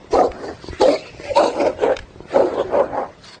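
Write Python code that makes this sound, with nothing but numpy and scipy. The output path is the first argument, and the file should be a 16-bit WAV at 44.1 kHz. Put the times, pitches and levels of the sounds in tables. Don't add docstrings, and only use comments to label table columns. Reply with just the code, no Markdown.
import sys
import numpy as np
from scipy import signal
from scipy.fft import rfft, irfft, next_fast_len
from scipy.io import wavfile
from scipy.ndimage import uniform_filter1d, map_coordinates

SR = 44100
rng = np.random.default_rng(int(sys.argv[2]) if len(sys.argv) > 2 else 0)


def boost(x):
    u = np.asarray(x, float) / 20
    return 10 ** u


def generate_wav(sig):
    pcm = np.round(np.clip(np.atleast_2d(sig).T, -1, 1) * 32767).astype(np.int16)
    wavfile.write(sys.argv[1], SR, pcm)


N = 149940

# time in seconds, level in dB.
WIND_LEVEL = [
    (0.0, -51),
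    (2.91, -47.5),
    (3.4, -57.5),
]
# frequency in Hz, density in dB per Hz.
WIND_SPECTRUM = [(18, -17), (85, -4.5), (140, -9), (300, -19)]
# frequency in Hz, density in dB per Hz.
YARD_SPECTRUM = [(88, -38.5), (150, -6.5), (542, -6), (1300, -15.5), (4940, -26), (9000, -36.5),
                 (11700, -73.5), (19800, -120)]
# time in seconds, peak in dB.
CREAK_BEATS = [(.043, -33.5), (.107, -31), (0.598, -45), (0.641, -26), (0.684, -21.5), (0.729, -23.5),
               (1.145, -31.5), (1.197, -26.5), (2.106, -37), (2.157, -32.5), (2.203, -26), (2.253, -34)]
# frequency in Hz, width in Hz, level in dB.
CREAK_RESONANCES = [(85, 41, -11.5), (366, 88, -3), (990, 270, -10)]
# full strength at in seconds, rise in seconds, hold in seconds, level in dB, whistle in Hz.
PANTS = [
    (0.115, 0.022, 0.093, -39.5, 6120),
    (0.667, 0.14, 0.027, -41, 4500),
    (0.719, 0.043, 0.08, -41.5, 1970),
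    (1.004, 0.072, 0.079, -48, 4400),
    (2.001, 0.019, 0.027, -49, 2200),
    (2.303, 0.08, 0.099, -42, 1990),
    (.54, 0.056, 0.084, -51.5, 1450),
    (3.25, 0.081, 0.096, -41.5, 4340),
]
# frequency in Hz, density in dB per Hz.
BREATH_SPECTRUM = [(410, -63), (700, -37), (905, -12.5), (975, -1.5), (4690, -8.5), (9000, -17.5),
                   (11700, -49), (19800, -120)]
# full strength at in seconds, rise, hold and fall in seconds, level in dB.
CALLS = [(.14, 0.035, .12, 0.063, -13.5), (0.447, 0.24, 0.036, 0.16, -28.5), (.815, 0.029, .13, 0.062, -15),
         (1.267, 0.2, 0.048, 0.07, -30), (1.371, 0.034, 0.099, 0.13, -14.5), (1.6, 0.16, 0.088, 0.075, -15),
         (1.831, 0.091, 0.091, 0.06, -15.5), (2.352, 0.055, 0.063, 0.21, -11.5),
         (2.58, 0.16, 0.0417, 0.062, -16.5), (2.739, 0.069, 0.069, 0.17, -14.5),
         (2.978, 0.15, 0.046, 0.11, -19), (1.001, 0.033, 0.1, 0.025, -40.5)]
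# pitch in Hz, roughness 0-1, throat in Hz, mouth in Hz, mouth in dB.
VOICES = [(261.3, 0.64, 532, 723, -4.5), (204.3, 0.8, 390, 680, -7), (279.2, 0.66, 529, 693, -6),
          (197.8, 0.8, 590, 880, -11), (292.4, 0.8, 650, 950, -7.5), (258.3, 0.83, 527, 910, -10),
          (257, 0.8, 528, 876, -8.5), (274.3, .7, 529, 845, -8.5), (242, 0.89, 525, 1080, -14),
          (257.6, .8, 560, 1015, -8.5), (271, .9, 532, 840, 1.5), (208, 0.9, 530, 2300, -2)]
# low rasp in Hz, its level in dB, high rasp in Hz, its level in dB.
RASPS = [(1920, -31.5, 4400, -30), (1970, -24.5, 4720, -18.5), (2220, -22, 4150, -17.5),
         (2200, -8.5, 4820, -13), (2725, -20, 3960, -18), (2325, -24.5, 5020, -29),
         (2250, -28.5, 2800, -29), (2200, -29, 4300, -33.5), (2000, -40, 3320, -30.5),
         (2200, -33, 4340, -37.5), (1680, -24.5, 4700, -39.5), (2410, -9.5, 2700, -22.5)]
# frequency in Hz, level in dB.
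UPPER_MOUTHS = [(1246, -18), (1300, -21), (1205, -16.5), (1400, -18.5), (1426, -15), (1400, -16),
                (1570, -15), (1370, -19), (1450, -23.5), (1490, -18), (1530, -19.5), (1400, -15.5)]
# start in seconds, length in seconds, from Hz, to Hz, level in dB.
LOCKS = [(.143, 0.045, 500, 535, -10), (.203, 0.025, 670, 430, -11.5), (.232, 0.042, 510, 450, -15),
         (0.2, 0.039, 700, 810, -17), (.128, 0.027, 350, 540, -16), (.797, 0.045, 301, 466, -15),
         (.825, 0.099, 483, 620, -12), (.855, 0.11, 263, 303, -21), (.805, 0.043, 880, 805, -18),
         (1.355, 0.036, 890, 990, -13.5), (1.36, 0.065, 560, 610, -10.5), (1.3, .025, 629, 520, -14.5),
         (1.385, 0.12, 330, 315, -25.5), (1.445, 0.07, 480, 489, -17.5), (1.22, 0.12, 580, 590, -35),
         (2.635, .07, 380, 380, -26.5), (0.175, 0.03, 1270, 1230, -22.5), (.13, .035, 960, 1000, -24),
         (.22, 0.022, 1050, 990, -22.5), (.915, 0.046, 640, 629, -16.5), (1.4, .022, 690, 650, -13.5),
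         (1.655, .03, 690, 510, -14), (1.822, .025, 400, 437, -14.5), (1.865, .03, 550, 564, -18),
         (1.908, 0.023, 508, 510, -19), (2.35, 0.0695, 590, 515, -15), (2.41, 0.053, 390, 350, -16.5),
         (2.765, .06, 590, 526, -13.5)]
# time in seconds, strength in dB.
CATCHES = [(0.135, 2), (.150, 3), (0.189, 3), (.207, 2.5), (0.237, 1.5), (0.812, 3), (.833, 2.5),
           (0.854, 2), (.881, 3), (1.371, 2.5), (1.392, 2), (1.435, 3), (1.473, 2.5), (1.55, 1), (1.603, 1),
           (1.614, 2), (1.665, 3), (1.795, -1), (1.835, 3.5), (1.878, 0.5), (1.894, 2.5), (1.919, 2.5),
           (2.326, 3), (2.358, 2), (2.371, 1.5), (2.385, 2.5), (2.404, 2), (2.537, 4.5), (2.595, 4.5),
           (2.726, 0.5), (2.768, 3.5), (2.797, 2.5), (2.974, 3), (3.003, 1), (3.03, 0.5)]
# start in seconds, length in seconds, frequency in Hz, level in dB.
HISSES = [(.13, 0.024, 4380, -37.5), (0.811, 0.038, 4220, -32), (0.831, 0.024, 3190, -32),
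          (0.899, 0.033, 2250, -35), (.945, .03, 2290, -36), (.97, 0.15, 2630, -46.5),
          (1.458, .035, 4170, -32.5), (1.638, .04, 2250, -38.5), (1.822, .03, 3050, -40),
          (2.578, 0.047, 3320, -42.5), (.9, .07, 4570, -35)]
# time in seconds, peak in dB, decay by 60 dB in seconds.
CRUNCHES = [
    (0.3188, -25, 0.016),
    (0.4822, -29.5, 0.013),
    (1.968, -16.5, 0.022),
    (1.9909, -21, 0.026),
]
# frequency in Hz, density in dB per Hz.
SNOW_SPECTRUM = [(530, -34), (900, -6), (2670, -6.5), (7490, -23.5), (9000, -30), (11700, -78),
                 (19800, -120)]
# time in seconds, level in dB.
THUDS = [
    (0.144, -32.5),
    (0.291, -34),
    (.7, -32.5),
    (.83, -41),
    (1.3, -38),
    (1.97, -41),
    (2.01, -35.5),
    (2.68, -45),
    (2.921, -42),
]
# from in seconds, to in seconds, level in dB.
GRUMBLES = [
    (0.283, 0.561, -36),
    (2.417, 3.1, -37),
]


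def unit(x):
    return x / np.sqrt(np.mean(x ** 2) + 1e-20)


def wobble(rate, size):
    knots = rng.standard_normal(int(size * rate / SR) + 4)
    return map_coordinates(knots, [np.arange(size) * rate / SR])


def filtered(x, response):
    m = next_fast_len(len(x) + 8192)
    return irfft(rfft(x, m) * response(np.fft.rfftfreq(m, 1 / SR)), m)[:len(x)]


def peaks(rows):
    def response(f):
        return sum((-1) ** k * boost(db) * 1j * f * w / (c * c - f * f + 1j * f * w)
                   for k, (c, w, db) in enumerate(rows))
    return response


def hiss(points, size):
    f, db = np.transpose(points)

    def colour(hz):
        return boost(np.interp(np.log(hz + 1), np.log(f), db, -120, -120))
    return unit(filtered(rng.standard_normal(size), colour))


def shape(t, rise, hold, fall):
    depth_db = 31
    away = np.clip(-t / rise, 0, 3) + np.clip((t - hold) / fall, 0, 3)
    return boost(-depth_db * (away + 2 * np.clip(away - 1, 0, 2) ** 2))


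def add(out, x, s):
    i = round(s * SR)
    x = x[max(-i, 0):][:N - max(i, 0)]
    out[max(i, 0):][:len(x)] += x


def yard():
    s, db = np.transpose(WIND_LEVEL)
    gust_db = np.interp(np.arange(N) / SR, s, db) + 3.5 + 1.5 * wobble(11, N)
    wind = boost(gust_db) * hiss(WIND_SPECTRUM, N)
    far_db = -47.5 + 1.5 * wobble(6, N)
    return wind + boost(far_db) * hiss(YARD_SPECTRUM, N)


def creaks():
    beats = np.zeros(N)
    for s, db in CREAK_BEATS:
        beats[round((s + .001) * SR)] = boost(db + 50.5)
    return filtered(beats, lambda f: peaks(CREAK_RESONANCES)(f) / (1 + 1j * f / 450) ** 2)


def pants():
    out, size = np.zeros(N), SR // 2
    t = np.arange(size) / SR - .2
    for s, rise, hold, db, hz in PANTS:
        whistle = peaks([(hz, 605, 19.5)])
        air = filtered(hiss(BREATH_SPECTRUM, size), lambda f: 3.5 + whistle(f))
        level = boost(db + 1.5 * wobble(56.5, size))
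        add(out, level * unit(air) * shape(t, rise, hold, fall=.045), s - .2)
    return out


def glottis(phase, rough, gate):
    jitter, scatter_db, gated_db = 0.2925, 1.5, -0.5
    size = len(phase)
    draw = rng.standard_normal((2, 256))
    cycles = np.arange(256) + jitter * rough * draw[0]
    at = np.interp(cycles, phase, np.arange(size), 0, size - 1).astype(int)
    strength = boost(scatter_db * rough * draw[1]) * (at < size - 1)
    pulses = np.bincount(at, strength, size)
    noise = rng.standard_normal(size) * gate
    return unit(pulses - pulses.mean()) * (1 - .5 * rough) + boost(gated_db) * rough * unit(noise)


def tract(scale, throat, mouth, mouth_db, upper_hz, upper_db):
    modes = peaks([(305.7, 156, -8.5), (scale * throat, 120.7, 0),
                   (scale * mouth, 164, mouth_db), (upper_hz, 317, upper_db)])

    def response(f):
        low_cut = (1j * f / (107 + 1j * f)) ** 3
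        soft_folds = 1 / (1 + (1j * f / 1400)) ** 2
        roof = 1 / np.sqrt(1 + (f / upper_hz / 1.125) ** 12)
        return low_cut * modes(f) * soft_folds * roof
    return response


def rasp(air, lo, lo_db, hi, hi_db):
    def band(centre, width):
        ring = unit(filtered(air, lambda f: peaks([(centre, width, 0)])(f) ** 2))
        return ring * boost(2.5 * wobble(29.7, len(air)))
    low = boost(lo_db) * band(lo, 800)
    high = boost(hi_db) * band(hi, 1600)
    return low + high + boost(-10 + 0.94 * hi_db) * band(6070, 2370)


def calls():
    arch, closing = .08, 0.72
    out, size = np.zeros(N), SR // 2
    t = np.arange(size) / SR - .2
    for call, voice_row, rasp_row, upper in zip(CALLS, VOICES, RASPS, UPPER_MOUTHS):
        s, rise, hold, fall, db = call
        hz, rough, *mouth = voice_row
        bend = 1 + arch * (1 - np.clip(2 * t / hold - 1, -2, 2) ** 2)
        phase = np.cumsum(hz * bend) / SR
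        gate = (.5 + .5 * np.cos(2 * np.pi * phase)) ** 2
        flutter = boost(wobble(69.86, size))
        source = glottis(phase, rough, gate) * flutter
        env = shape(t, rise, hold, fall)
        shut = np.clip((t - 1.06 * hold) / (hold + fall) * 2, 0, 1)
        opened = filtered(source * env * (1 - shut), tract(1, *mouth, *upper))
        closed = filtered(source * env * shut, tract(closing, *mouth, *upper))
        voice = (opened + closed) / np.std(filtered(source, tract(0.96, *mouth, *upper)))
        air = (rng.standard_normal(size) * gate + 1.1 * rng.standard_normal(size)) * flutter
        onset = 1 + 0.38 * np.exp(-(t / 0.038) ** 2)
        add(out, boost(db) * (voice + rasp(air, *rasp_row) * env ** 0.53 * onset), s - .2)
    return out


def locks():
    out = np.zeros(N)
    for s, length, start_hz, end_hz, db in LOCKS:
        u = np.arange(round(.12 * SR)) / SR / length
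        hz = (start_hz + (end_hz - start_hz) * u) * (1 + .015 * wobble(65.6, len(u)))
        level = boost(db + 2.0 + 2.2 * wobble(47.6, len(u)))
        swell = np.sin(np.pi * np.clip(u, 0, 1)) ** 0.56
        add(out, swell * level * np.sin(2 * np.pi * np.cumsum(hz) / SR), s)
    return out


def hisses():
    sharpness = 7.3
    out, size = np.zeros(N), SR // 6
    for s, length, hz, db in HISSES:
        gap = peaks([(hz, hz / sharpness, 0)])
        air = unit(filtered(rng.standard_normal(size), lambda f: gap(f) ** 2))
        swell = np.sin(np.pi * np.clip(np.arange(size) / SR / length, 0, 1)) ** .6
        add(out, boost(db + 3 * wobble(150, size)) * swell * air, s)
    return out


def surges():
    tire_db_per_s, tired_db = 256, -2
    s, db = np.transpose(CATCHES)
    t = np.arange(N) / SR
    last = np.clip(np.searchsorted(s, t) - 1, 0, None)
    strength_db = np.maximum(db[last] - tire_db_per_s * np.abs(t - s[last]), tired_db)
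    return boost(uniform_filter1d(strength_db, size=90))


def paws():
    out, size = np.zeros(N), SR // 8
    t = np.arange(size) / SR
    for s, db, t60 in CRUNCHES:
        fade_db = -60 * np.clip(t - .002, 0, 1) / t60
        crack_db = db - 8.5 + fade_db + 2.6 * wobble(1320, size)
        add(out, boost(crack_db) * hiss(SNOW_SPECTRUM, size), s - .0015)
    thud_hz, thud_s = 78, 0.013
    for s, db in THUDS:
        turn = np.pi * np.cumsum(thud_hz * np.exp(0.31 * wobble(34, size))) / SR
        ring = np.sin(2 * turn) + .7 * np.sin(turn)
        add(out, boost(db + 13.5) * t / thud_s * np.exp(-t / thud_s) * ring, s - .01)
    return out


def grumbles():
    t = np.arange(N) / SR
    level = sum(boost(db) * np.clip(np.minimum(t - a, b - t) / .05, 0, 1) for a, b, db in GRUMBLES)
    air = rng.standard_normal(N) * boost(4 * wobble(45, N))
    return level * unit(filtered(air, peaks([(288, 130, -2), (680, 300, -4), (1710, 410, -13)])))


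def echo(dogs):
    level_db, t60_s = -19.5, 0.19
    t = np.arange(SR // 3) / SR
    tail = filtered(rng.standard_normal(len(t)) * boost(-60 * t / t60_s), lambda f: 1 / (1 + 1j * f / 2500))
    delayed = np.pad(dogs, (600, 0))
    return boost(level_db) * signal.fftconvolve(delayed, tail / np.linalg.norm(tail))[:N]


def scene():
    clear = locks()
    hush = 1 / (1 + 2.12 * uniform_filter1d(np.abs(clear), size=400))
    rough = calls()
    chest = filtered(rough, lambda f: 1 / (1 + (f / 850) ** 4))
    voice = (rough - (1 - hush) * chest + clear) * surges()
    dogs = voice + grumbles() + pants() + creaks() + hisses()
    return (dogs + echo(dogs) + paws() + yard())[None]


def patchy(x):
    hz, t, z = signal.stft(x, SR, nperseg=1024, noverlap=768)

    def blur(bins, frames):
        across = uniform_filter1d(rng.standard_normal(z.shape), size=bins, axis=0)
        return unit(uniform_filter1d(across, size=frames, axis=1))
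    octave = np.log2(np.clip(hz / 720, .5, 20))[:, None]
    holes = 1 / (1 + np.exp(-6 * (blur(bins=4, frames=14) - 2.1 + 0.24 * octave)))
    holes_db = -24 * holes * (octave > -1)
    patches_db = 3.5 * np.clip(octave + .5, 0, 1) * blur(bins=3, frames=5)
    edge_hz = 9020 + 200 * unit(uniform_filter1d(rng.standard_normal(len(t)), size=4))
    top_db = -50 / (1 + np.exp(-(hz[:, None] - edge_hz) / 60))
    return signal.istft(z * boost(holes_db + patches_db + top_db), SR, nperseg=1024, noverlap=768)[1][:N]


def low_pass(x):
    return signal.sosfilt(signal.butter(12, 9990, fs=SR, output="sos"), x)


def record(dry):
    ceiling, knee = .71, 4.5
    x = patchy(dry[0])
    x = x / (1 + np.abs(x / ceiling) ** knee) ** (1 / knee)
    x = x * np.clip((N - np.arange(N)) / SR / 0.017, .1, 1)
    return low_pass(x[None])


dry = scene()
out = record(dry)
generate_wav(out)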